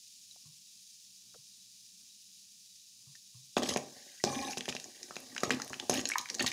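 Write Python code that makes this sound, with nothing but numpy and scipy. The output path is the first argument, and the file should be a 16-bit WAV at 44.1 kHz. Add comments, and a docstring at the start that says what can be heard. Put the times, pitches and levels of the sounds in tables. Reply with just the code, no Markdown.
"""A metal ladle stirs peanuts in a heavy pan: it knocks and scrapes, and the shoved nuts clack and roll.
Knocks and friction are clicks and grains that ring the tuned modes of pan and ladle, with short crunches of noise.
Before and beneath the stirring, peanuts sizzle in hot oil: random bubble clicks, shaped into a hiss,
with faint pops and one short scuff made of noise crunches.
Far below lies a faint rumble of filtered noise with a few soft thuds."""
import sys
import numpy as np
from scipy import signal
from scipy.fft import rfft, irfft, next_fast_len
from scipy.io import wavfile
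from scipy.ndimage import uniform_filter1d

SR = 44100
rng = np.random.default_rng(int(sys.argv[2]) if len(sys.argv) > 2 else 0)


def waveform_to_disk(signal):
    """Save audio, clipped to [-1, 1], as 16-bit WAV at the path in sys.argv[1]."""
    frames = np.transpose(np.atleast_2d(signal))
    scaled = np.clip(frames, -1, 1) * 32767
    samples = np.round(scaled).astype(np.int16)
    wavfile.write(sys.argv[1], SR, samples)


N = 287689

# Tones that the pan and the ladle can ring: f/Hz, width/Hz, level/dB
PAN_MODES = [(80.6, 43, -8), (138.4, 8.3, -9.5), (212, 29.5, -1), (271.4, 41, 0), (348, 31.5, -4),
             (460, 48, -7.5), (559.3, 44, -5.5), (762, 154, -4.5), (856, 56, -5.5), (984, 470, -7),
             (1180, 93, -2)]
LADLE_MODES = [(1590, 200, 12.5), (1910, 186, 13), (2330, 90, 6.5), (2820, 590, 10), (3890, 210, 8.5),
               (4186, 92, 6.5), (4666, 170, 8.5), (5080, 110, 13), (5620, 110, 11.5), (6160, 130, 14),
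               (6675, 77, 14), (7550, 400, 7), (9980, 310, 3), (15300, 500, -1)]
PAN_TOP_HZ, LADLE_BOTTOM_HZ = 1350, 1520   # filter corners; both bodies are weak between them
RADIATES_HZ = 63.6   # the stirring has little bass below this

# The ladle strikes the pan: t/s, clack level/dB, push on the pan/dB (scaled later), clack f/Hz
BLOWS = [(3.5683, -32.5, -15.5, 1790), (3.6205, -37.5, -30, 1170), (3.6322, -23.5, -28, 5500),
         (3.6922, -34, -33, 5060), (3.7379, -26.5, -42, 5330), (3.7613, -24, -19, 2370),
         (3.7712, -25, -34, 6340), (3.7762, -30.5, -32, 2310), (4.239, -17, -18.5, 5730),
         (4.572, -30, -32, 4050), (4.6811, -32.5, -29, 2150), (4.6885, -30, -41, 3140),
         (4.7505, -29.5, -33, 5260), (5.1081, -36.5, -40, 1230), (5.1659, -31.5, -34.5, 2520),
         (5.4332, -20.5, -18.5, 1215), (5.495, -34, -31, 5870), (5.5058, -16.5, -31.5, 1640),
         (5.5994, -30.5, -49, 1330), (5.7318, -28.5, -50, 1750), (5.896, -18, -17.5, 6400),
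         (5.9098, -42, -34, 6600), (6.0546, -21.5, -38, 4430), (6.3952, -30, -38, 1840)]
# Nuts clack against the ladle: t/s, level/dB before filtering, f/Hz
NUT_CLACKS = [(3.579, -25.5, 1130), (4.2487, -26, 5240), (4.5088, -32, 5600), (4.5824, -29, 6200),
              (4.6074, -28, 3230), (4.6559, -31.5, 2760), (4.6943, -31.5, 5950), (4.7252, -32.5, 2520),
              (4.7656, -31, 2680), (4.799, -34, 4800), (4.842, -36.5, 6700), (5.03, -34, 6000),
              (5.157, -35.5, 4480), (5.202, -43, 11200), (5.349, -40, 5250), (5.3637, -29.5, 1700),
              (5.3796, -25.5, 2800), (5.4046, -32, 6200), (5.545, -38, 6150), (5.6187, -25, 6000),
              (5.646, -41, 10600), (5.726, -39, 7500), (5.697, -37, 7800), (5.678, -37.5, 8600),
              (5.741, -33, 2820), (5.7986, -25.5, 3500), (5.94, -26.5, 9150), (5.931, -32, 2880),
              (5.9746, -27.5, 2980), (5.993, -27, 2840), (6.0733, -33, 5000), (6.089, -24.5, 7600),
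              (6.1, -30, 1820), (6.11, -31, 5600), (6.1165, -29, 2150), (6.136, -29, 2400),
              (6.1822, -29.5, 13600), (6.1825, -22.5, 5930), (6.192, -34, 4500), (6.212, -35, 6000),
              (6.2572, -35, 2350), (6.288, -33, 3430), (6.296, -34.5, 2130), (6.3, -23.5, 4680),
              (6.3442, -28, 6400), (6.349, -27.5, 7200), (6.385, -37, 5000), (6.425, -25.5, 8400),
              (6.4453, -28, 1160), (6.463, -21, 4100), (6.4768, -22, 4130), (6.486, -34, 12300),
              (6.5164, -26, 2620)]
NUT_IN_PAN_DB = -34   # push on the pan relative to the clack: a nut hardly moves it
OVERTONE_DB, OVERTONE_OCT = -10.5, 0.683   # second pitch of each clack: relative level, farthest reach
SNAP_HZ = 7400
CONTACT_BOTTOM_HZ = 610   # small hard contacts carry no bass
# Blunt swing of the pan at each contact: level against the push, pitch, width
THUMP_DB, THUMP_HZ, THUMP_WIDTH_HZ = 9, 567, 495
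# Clinks that ring on after a knock: t/s, level/dB before filtering, f/Hz, ring/cycles
CLINKS = [(3.585, -52, 4740, 60), (5.898, -26, 6400, 100), (6.118, -22.5, 2220, 22),
          (6.156, -21.5, 1006, 8.8), (6.156, -33, 1240, 32), (6.156, -21.5, 1800, 10.4),
          (6.156, -32, 2260, 24), (6.407, -22, 1820, 23), (6.394, -27, 4450, 87)]

# The ladle's edge scrapes the pan: start t/s, length/s, rasp of the edge/dB, drag on the pan/dB,
# fade of the rasp over the scrape/dB, favoured f of the ladle/Hz; gains come before filtering
SCRAPES = [(3.566, 0.053, -31, -36.5, 38, 4660), (3.621, 0.071, -40, -39, 6.5, 4000),
           (3.689, 0.059, -36, -37, 9, 5140), (4.237, 0.3, -43, -36.5, 0, 5470),
           (4.575, 0.049, -38, -45, 59, 3590), (4.686, 0.016, -42, -40.5, 0, 3550),
           (5.434, 0.048, -34.5, -39, 27, 5500), (5.505, 0.044, -35, -35.5, 13.5, 1840),
           (5.897, 0.117, -36, -36, 3, 2920), (6.185, 0.034, -42.5, -52.5, 25, 5340),
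           (6.396, 0.049, -30.5, -31, 25, 4100), (6.466, 0.041, -32, -69, 18.5, 4540)]
DRAG_SAG_DB_PER_S = 45   # the push on the pan eases off along a scrape
JERK_DB, JERK_PER_FADE = 2.2, .11   # scrapes that die quickly are jerkier
SPOT_HZ, SPOT_RISE_OCT_PER_S = 330, 1.2   # favoured pitch of the pan climbs as the edge slides on
WANDER_DB, WANDER_HZ = 3.5, 18   # how much and how fast a rubbed mode swells and fades
TICK_DB, TICK_LOW_HZ, TICK_OCT = 10, 2400, 1.6   # most a tick exceeds the rasp, lowest pitch, pitch range
# Narrow wavering bands that sing as metal slides or rings on after a knock:
# start t/s, end t/s, f/Hz, level/dB
SINGING = [(4.27, 4.5, 800, -46), (4.3, 4.46, 1073, -51), (4.26, 4.5, 1700, -57.5), (4.26, 4.53, 2385, -58),
           (6.162, 6.205, 1200, -47.5), (4.3, 4.4, 8520, -61), (4.25, 4.51, 10400, -67),
           (4.26, 4.53, 6000, -53), (3.645, 3.72, 7930, -59), (3.7, 3.748, 9950, -50)]
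# Band width at 0 Hz, its growth per Hz of pitch, and its unsteadiness
BAND_WIDTH_HZ, BAND_WIDENS, BAND_WAVER_DB = 50, .008, 3.0

# Nuts roll, most rolls dying away, some swelling (negative fade):
# start t/s, rumble in the pan/dB before filtering, fade/dB per s, length/s
ROLLS = [(3.765, -55.5, 36, 0.38), (4.838, -49, 141, 0.07), (4.95, -65.5, -28, 0.16),
         (5.101, -65, -26, 0.44), (5.555, -42.5, 91, 0.11), (5.702, -40, 248, 0.15),
         (5.802, -41.5, 277, 0.12), (6.009, -48, 120, 0.28), (6.303, -47.5, -4, 0.12)]
ROLL_HZ, ROLL_RISE_OCT_PER_S = 394, 2.2   # favoured pitch in the pan, rising along each roll
ROLL_TOP_HZ = 1080   # rolling nuts stir only the pan's lowest modes
ROLL_JERK_DB, ROLL_LUMP_DB = 3, 2.5   # unsteadiness of the rubbing, lumpiness of the rumble
RUSTLE_HZ, RUSTLE_DB = 2800, -57.5   # faint rustle on the ladle

# Tail of pan and room: time to fall 60 dB, starting level of its noise before filtering
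LOW_T60_S, LOW_TAIL_DB = 0.4, -36.5
HIGH_T60_S, HIGH_TAIL_DB = .27, -38.5

# Loudness of the sizzling hiss: t/s, level/dB
SIZZLE = [(0, -54.5), (1.5, -55.5), (3.0, -56), (4.2, -54.5), (6.52, -53)]
# Spectrum of the hiss: f/Hz, level/dB
FIZZ_SPECTRUM = [(1000, -69), (1700, -26), (1990, -22.5), (2170, -25.5), (2340, -14), (3280, -9.5),
                 (3740, -5.5), (4070, -6), (4860, -1), (6750, -1.5), (8220, -10), (9370, -7.5),
                 (12900, -19), (15300, -17.5), (16000, -6.5)]
# Faint narrow bands that stand out of the hiss: start t/s, end t/s, f/Hz, level/dB
HISS_BANDS = [(0, 6.52, 3890, -75)]
# Faint pops in the oil, and one short scuff near 1.35 s made of three overlapping rows:
# t/s, level/dB, f/Hz, ring/cycles
POPS_AND_SCUFF = [(0.31, -46, 3900, 40), (0.361, -55.5, 740, 2.7), (1.343, -50.5, 1290, 4.4),
                  (1.348, -52.5, 626, 2.7), (1.355, -54, 517, 3.0), (3.151, -51, 1820, 28),
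                  (3.154, -40.5, 5470, 5.6), (4.2, -46, 1954, 33)]

# Spectrum of the background rumble: f/Hz, level/dB
RUMBLE_SPECTRUM = [(15, -66), (25, -22), (96, -17.5), (125, -2), (154, -19.5), (184, 0.5), (223, -9.5),
                   (393, -22.5), (569, -27.5), (1700, -28), (2210, -43), (3740, -120)]
RUMBLE_DB = -79.5
# Faint low thuds: t/s, level/dB before filtering, f/Hz
THUDS = [(0.452, -52.5, 146), (1.382, -62.5, 140), (3.066, -53, 141), (3.343, -51, 135)]
KNOCK_DB, KNOCK_HZ = -18.5, 1070   # higher knock with each thud, relative to its unfiltered level

CEILING, CUTOFF_HZ = .3, 16000   # where peaks flatten, where the treble ends


def stirring():
    """Friction and knocks drive the pan's low modes and the ladle's high ones; each knock also clacks."""
    drag_gain, rasp_gain, jerk_db, drag_hz, rasp_hz, roll_gain = strokes()
    s, clack_db, push_db, clack_hz = knocks()
    at = np.round(s * SR).astype(int)

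    # the edge catches on the rough pan: dense slips whose force comes in jerks
    slips = rms_one(grains(3500, spread_db=-0.5) * from_db(jerk_db * drift(59)))
    bumps = grains(600, spread_db=5.0)
    drag, boom = body(PAN_MODES, bumps, drag_hz, at, push_db - 7.5, 590, reach_db=4.5, scatter_db=4.5)
    rasp, ring = body(LADLE_MODES, slips, rasp_hz, at, clack_db, clack_hz, reach_db=2.5, scatter_db=3.5)
    grit = rms_one(signal.lfilter(*signal.butter(2, 13000, fs=SR), slips))
    clack, snap = clacks_and_snaps(s, clack_db, clack_hz)
    clinks = np.array(CLINKS)
    clink = bursts(clinks[:, :3], clinks[:, 3], rough_s=0.0013)

    rolling = roll_gain * from_db(ROLL_LUMP_DB * drift(11)) * drag
    pan = edge(drag_gain * drag + boom + thump(at, push_db), PAN_TOP_HZ, "low")
    pan = pan + edge(rolling, ROLL_TOP_HZ, "low")
    scraping = rasp_gain * (0.76 * rasp + 0.23 * grit)
    ladle = edge(scraping + ring + snap, LADLE_BOTTOM_HZ, "high")
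    contacts = edge(clack + clink + ticks(), CONTACT_BOTTOM_HZ, "high")
    # a pan this small radiates little deep bass
    return edge(pan + ladle + contacts + wavering_bands(SINGING), RADIATES_HZ, "high")


def knocks():
    """Hard contacts, by ladle or nut, hit both bodies: times, clack levels, pushes on the pan, pitches."""
    s, db, hz = np.transpose(NUT_CLACKS)
    nuts = np.c_[s, db, db + NUT_IN_PAN_DB, hz]
    return np.r_[BLOWS, nuts].T


def clacks_and_snaps(s, clack_db, clack_hz):
    """A hard contact crunches at two pitches; the higher the clack, the harder the contact and its snap."""
    clack = bursts(np.c_[s, clack_db, clack_hz], cycles=5.1, rough_s=0.0016)
    octaves = OVERTONE_OCT * rng.uniform(-0.99, 1, len(s))
    other_hz = np.clip(clack_hz * 2 ** octaves, 900, 14000)
    clack = clack + bursts(np.c_[s, clack_db + OVERTONE_DB, other_hz], cycles=4.7, rough_s=0.0063)
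    snap_db = clack_db - 36 + 5 * np.log2(clack_hz / SNAP_HZ)
    snap = bursts(np.c_[s, snap_db, np.full(len(s), SNAP_HZ)], cycles=0.71, rough_s=0.00012)
    return clack, snap


def thump(at, push_db):
    """Each contact sets off one blunt, quickly damped swing, opposite in sign to the push."""
    hits = np.zeros(N)
    hits[at] = -from_db(push_db + THUMP_DB)
    return edge(resonate(hits, THUMP_HZ, THUMP_WIDTH_HZ), 140, "high")


def strokes():
    """Turns scrapes and rolls into curves for the rubbing: its gains, jerkiness and favoured pitches."""
    t = np.arange(N) / SR
    drag_gain, rasp_gain, roll_gain = np.zeros((3, N))
    jerk_db, drag_hz, rasp_hz = np.full(N, float(ROLL_JERK_DB)), np.full(N, float(ROLL_HZ)), np.full(N, float(RUSTLE_HZ))
    # from the first roll on, the rustle fills the time between scrapes
    rasp_gain[t >= ROLLS[0][0]] = from_db(RUSTLE_DB)

    for start, db, fade_db_per_s, length in ROLLS:
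        on = (t >= start) & (t < start + length)
        since = t[on] - start
        roll_gain[on] = from_db(db - fade_db_per_s * since)
        drag_hz[on] = ROLL_HZ * 2 ** (ROLL_RISE_OCT_PER_S * since)

    for start, length, rasp_db, drag_db, fade_db, hz in SCRAPES:
        on = (t >= start) & (t < start + length)
        since = t[on] - start
        roll_gain[on] = 0   # a scrape replaces the rolling
        drag_gain[on] = from_db(drag_db - DRAG_SAG_DB_PER_S * since)
        rasp_gain[on] = from_db(rasp_db - fade_db * since / length)
        jerk_db[on] = JERK_DB + JERK_PER_FADE * fade_db
        drag_hz[on] = SPOT_HZ * 2 ** (SPOT_RISE_OCT_PER_S * since)
        rasp_hz[on] = hz
    return drag_gain, rasp_gain, jerk_db, drag_hz, rasp_hz, roll_gain


def ticks(count=16):
    """Along every scrape the edge catches on a few grains, each a tick of its own pitch."""
    rows = []
    for start, length, rasp_db, _, fade_db, _ in SCRAPES:
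        place_luck, level_luck, pitch_luck = rng.random((3, count))
        along = (np.arange(count) + place_luck) / count
        db = rasp_db - fade_db * along + TICK_DB * np.sqrt(level_luck)
        hz = TICK_LOW_HZ * 2 ** (TICK_OCT * pitch_luck)
        rows += zip(start + length * along, db, hz)
    return bursts(rows, cycles=9.0, rough_s=0.0012)


def body(modes, rub, rub_hz, at, blow_db, blow_hz, reach_db, scatter_db):
    """Rubbing and blows ring the same modes; the spot of contact favours the modes near one pitch."""
    rubbed, struck, power = 0, 0, 0
    luck_db = rng.normal(0, scatter_db, (len(at), len(modes)))
    for k, (hz, width_hz, db) in enumerate(modes):
        gain = from_db(db) * np.sqrt(width_hz) * (-1) ** k   # neighbours alternate in sign
        clicks = np.zeros(N)
        clicks[at] = from_db(blow_db + luck_db[:, k]) * nearness(hz, blow_hz, reach_db)
        struck = struck + gain * resonate(clicks, hz, width_hz)
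        # as the contact moves, each mode swells and fades on its own
        share = nearness(hz, rub_hz, reach_db) * from_db(WANDER_DB * drift(WANDER_HZ))
        rubbed = rubbed + gain * resonate(rub * share, hz, width_hz)
        power = power + (from_db(db) * share) ** 2 * SR / (4 * np.pi)
    strength = sum(from_db(2 * db) * width_hz for hz, width_hz, db in modes)
    # even out the rubbing's expected power, so that its gain curve sets the level
    return rubbed / np.sqrt(power), struck / np.sqrt(strength)


def kitchen(x):
    """Pan and room ring on in a dense tail; the lows last longer than the highs."""
    t = np.arange(SR) / SR
    noise = rng.standard_normal((2, len(t))) * (t > .004)   # the tail starts 4 ms late
    low = edge(edge(noise[0], 1090, "low"), 82, "high")
    high = edge(edge(noise[1], 9200, "low"), 1500, "high")
    low = low * from_db(LOW_TAIL_DB - 60 * t / LOW_T60_S)
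    high = high * from_db(HIGH_TAIL_DB - 60 * t / HIGH_T60_S)
    return signal.fftconvolve(x, low + high)[:N]


def oil():
    """Thousands of tiny steam bubbles burst each second and melt into a hiss that flickers a little."""
    s, db = np.transpose(SIZZLE)
    level_db = np.interp(np.arange(N) / SR, s, db)
    bubbles = grains(9000, spread_db=2.0)
    hiss = colour(bubbles * from_db(0.56 * drift(32)), FIZZ_SPECTRUM)
    rows = np.array(POPS_AND_SCUFF)
    pops_and_scuff = bursts(rows[:, :3], rows[:, 3], rough_s=.004)
    return from_db(level_db) * hiss + wavering_bands(HISS_BANDS) + pops_and_scuff


def background():
    """A faint unsteady rumble of shaped noise, with a few soft thuds that each carry a higher knock."""
    rumble = colour(rng.standard_normal(N), RUMBLE_SPECTRUM) * from_db(1.8 * drift(6))
    thuds = bursts(THUDS, cycles=7.0, rough_s=.045)
    thuds = edge(edge(thuds, 220, "low"), 92, "high")
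    knock_rows = [(s, db + KNOCK_DB, KNOCK_HZ) for s, db, hz in THUDS]
    knock = bursts(knock_rows, cycles=8.0, rough_s=.045)
    return from_db(RUMBLE_DB) * rumble + knock + thuds


def wavering_bands(rows):
    """Noise rung twice at one pitch becomes a narrow band that wavers in level."""
    out, t = 0, np.arange(N) / SR
    for start, end, hz, db in rows:
        width_hz = BAND_WIDTH_HZ + BAND_WIDENS * hz
        tone = resonate(resonate(rng.standard_normal(N), hz, width_hz), hz, width_hz)
        gate = uniform_filter1d(1. * (t > start) * (t < end), size=441)   # 10 ms ramps
        out = out + from_db(db + BAND_WAVER_DB * drift(31)) * rms_one(tone) * gate
    return out


def bursts(rows, cycles, rough_s):
    """Each (t/s, peak/dB, f/Hz) row: a short crunch of noise that rings one pitch for some cycles."""
    t = np.arange(SR // 5) / SR
    out = np.zeros(N + len(t))
    for (s, db, hz), turns in zip(rows, np.broadcast_to(cycles, len(rows))):
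        crunch = np.gradient(rng.standard_normal(len(t)) * np.exp(-t / rough_s))
        ring = resonate(crunch, hz, hz / np.clip(turns, .5, 80))
        ring = resonate(ring, hz, hz)   # a broad band around the pitch
        out[round(s * SR):][:len(t)] += from_db(db) * ring / np.abs(ring).max()
    return out[:N]


def grains(per_s, spread_db):
    """Random clicks of random sign and uneven size; rms 1."""
    sizes = from_db(spread_db * np.minimum(rng.exponential(1, N), 4)) * rng.choice([-1, 1], N)
    return rms_one(sizes * (rng.random(N) < per_s / SR))


def resonate(x, hz, width_hz):
    """A damped resonance: a click of height 1 rings as a sine that starts at height 1 and dies away."""
    r, w = np.exp(-np.pi * width_hz / SR), 2 * np.pi * hz / SR
    return signal.lfilter([0, np.sin(w)], [1, -2 * r * np.cos(w), r * r], x + 1e-18)


def nearness(hz, near_hz, reach_db):
    """Gain of a mode that falls by reach_db per octave away from the favoured pitch."""
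    return from_db(-reach_db * np.abs(np.log2(hz / near_hz)))


def drift(rate_hz):
    """Slow random wandering, rms 1; one second of run-up is dropped."""
    r = np.exp(-2 * np.pi * rate_hz / SR)
    return rms_one(signal.lfilter([1], [1, -2 * r, r * r], rng.standard_normal(N + SR))[SR:])


def colour(x, spectrum):
    """Filters a sound by a curve of (f/Hz, level/dB) points; rms 1."""
    size = next_fast_len(N)
    hz, db = np.transpose(spectrum)
    bins_hz = np.fft.rfftfreq(size, 1 / SR)
    gain = from_db(np.interp(np.log(bins_hz + 1), np.log(hz), db))
    return rms_one(irfft(rfft(x, size) * gain, size)[:N])


def edge(x, hz, kind):
    """A steep filter that keeps only the low or the high side of a pitch."""
    return signal.sosfilt(signal.butter(4, hz, kind, fs=SR, output="sos"), x)


def from_db(db):
    """Decibels to gain."""
    return 10 ** (np.asarray(db) / 20)


def rms_one(x):
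    """Scales a sound to rms 1."""
    return x / np.sqrt(np.mean(x ** 2) + 1e-20)


def scene():
    """Adds up the stirring with its tail, the oil and the background."""
    metal = stirring()
    return (metal + kitchen(metal) + oil() + background())[None]


def record(dry):
    """Rounds off the peaks and cuts the treble above the cutoff."""
    rounded = CEILING * np.tanh(dry / CEILING)
    return signal.sosfilt(signal.cheby2(14, 50, CUTOFF_HZ, fs=SR, output="sos"), rounded)


dry = scene()
out = record(dry)
waveform_to_disk(out)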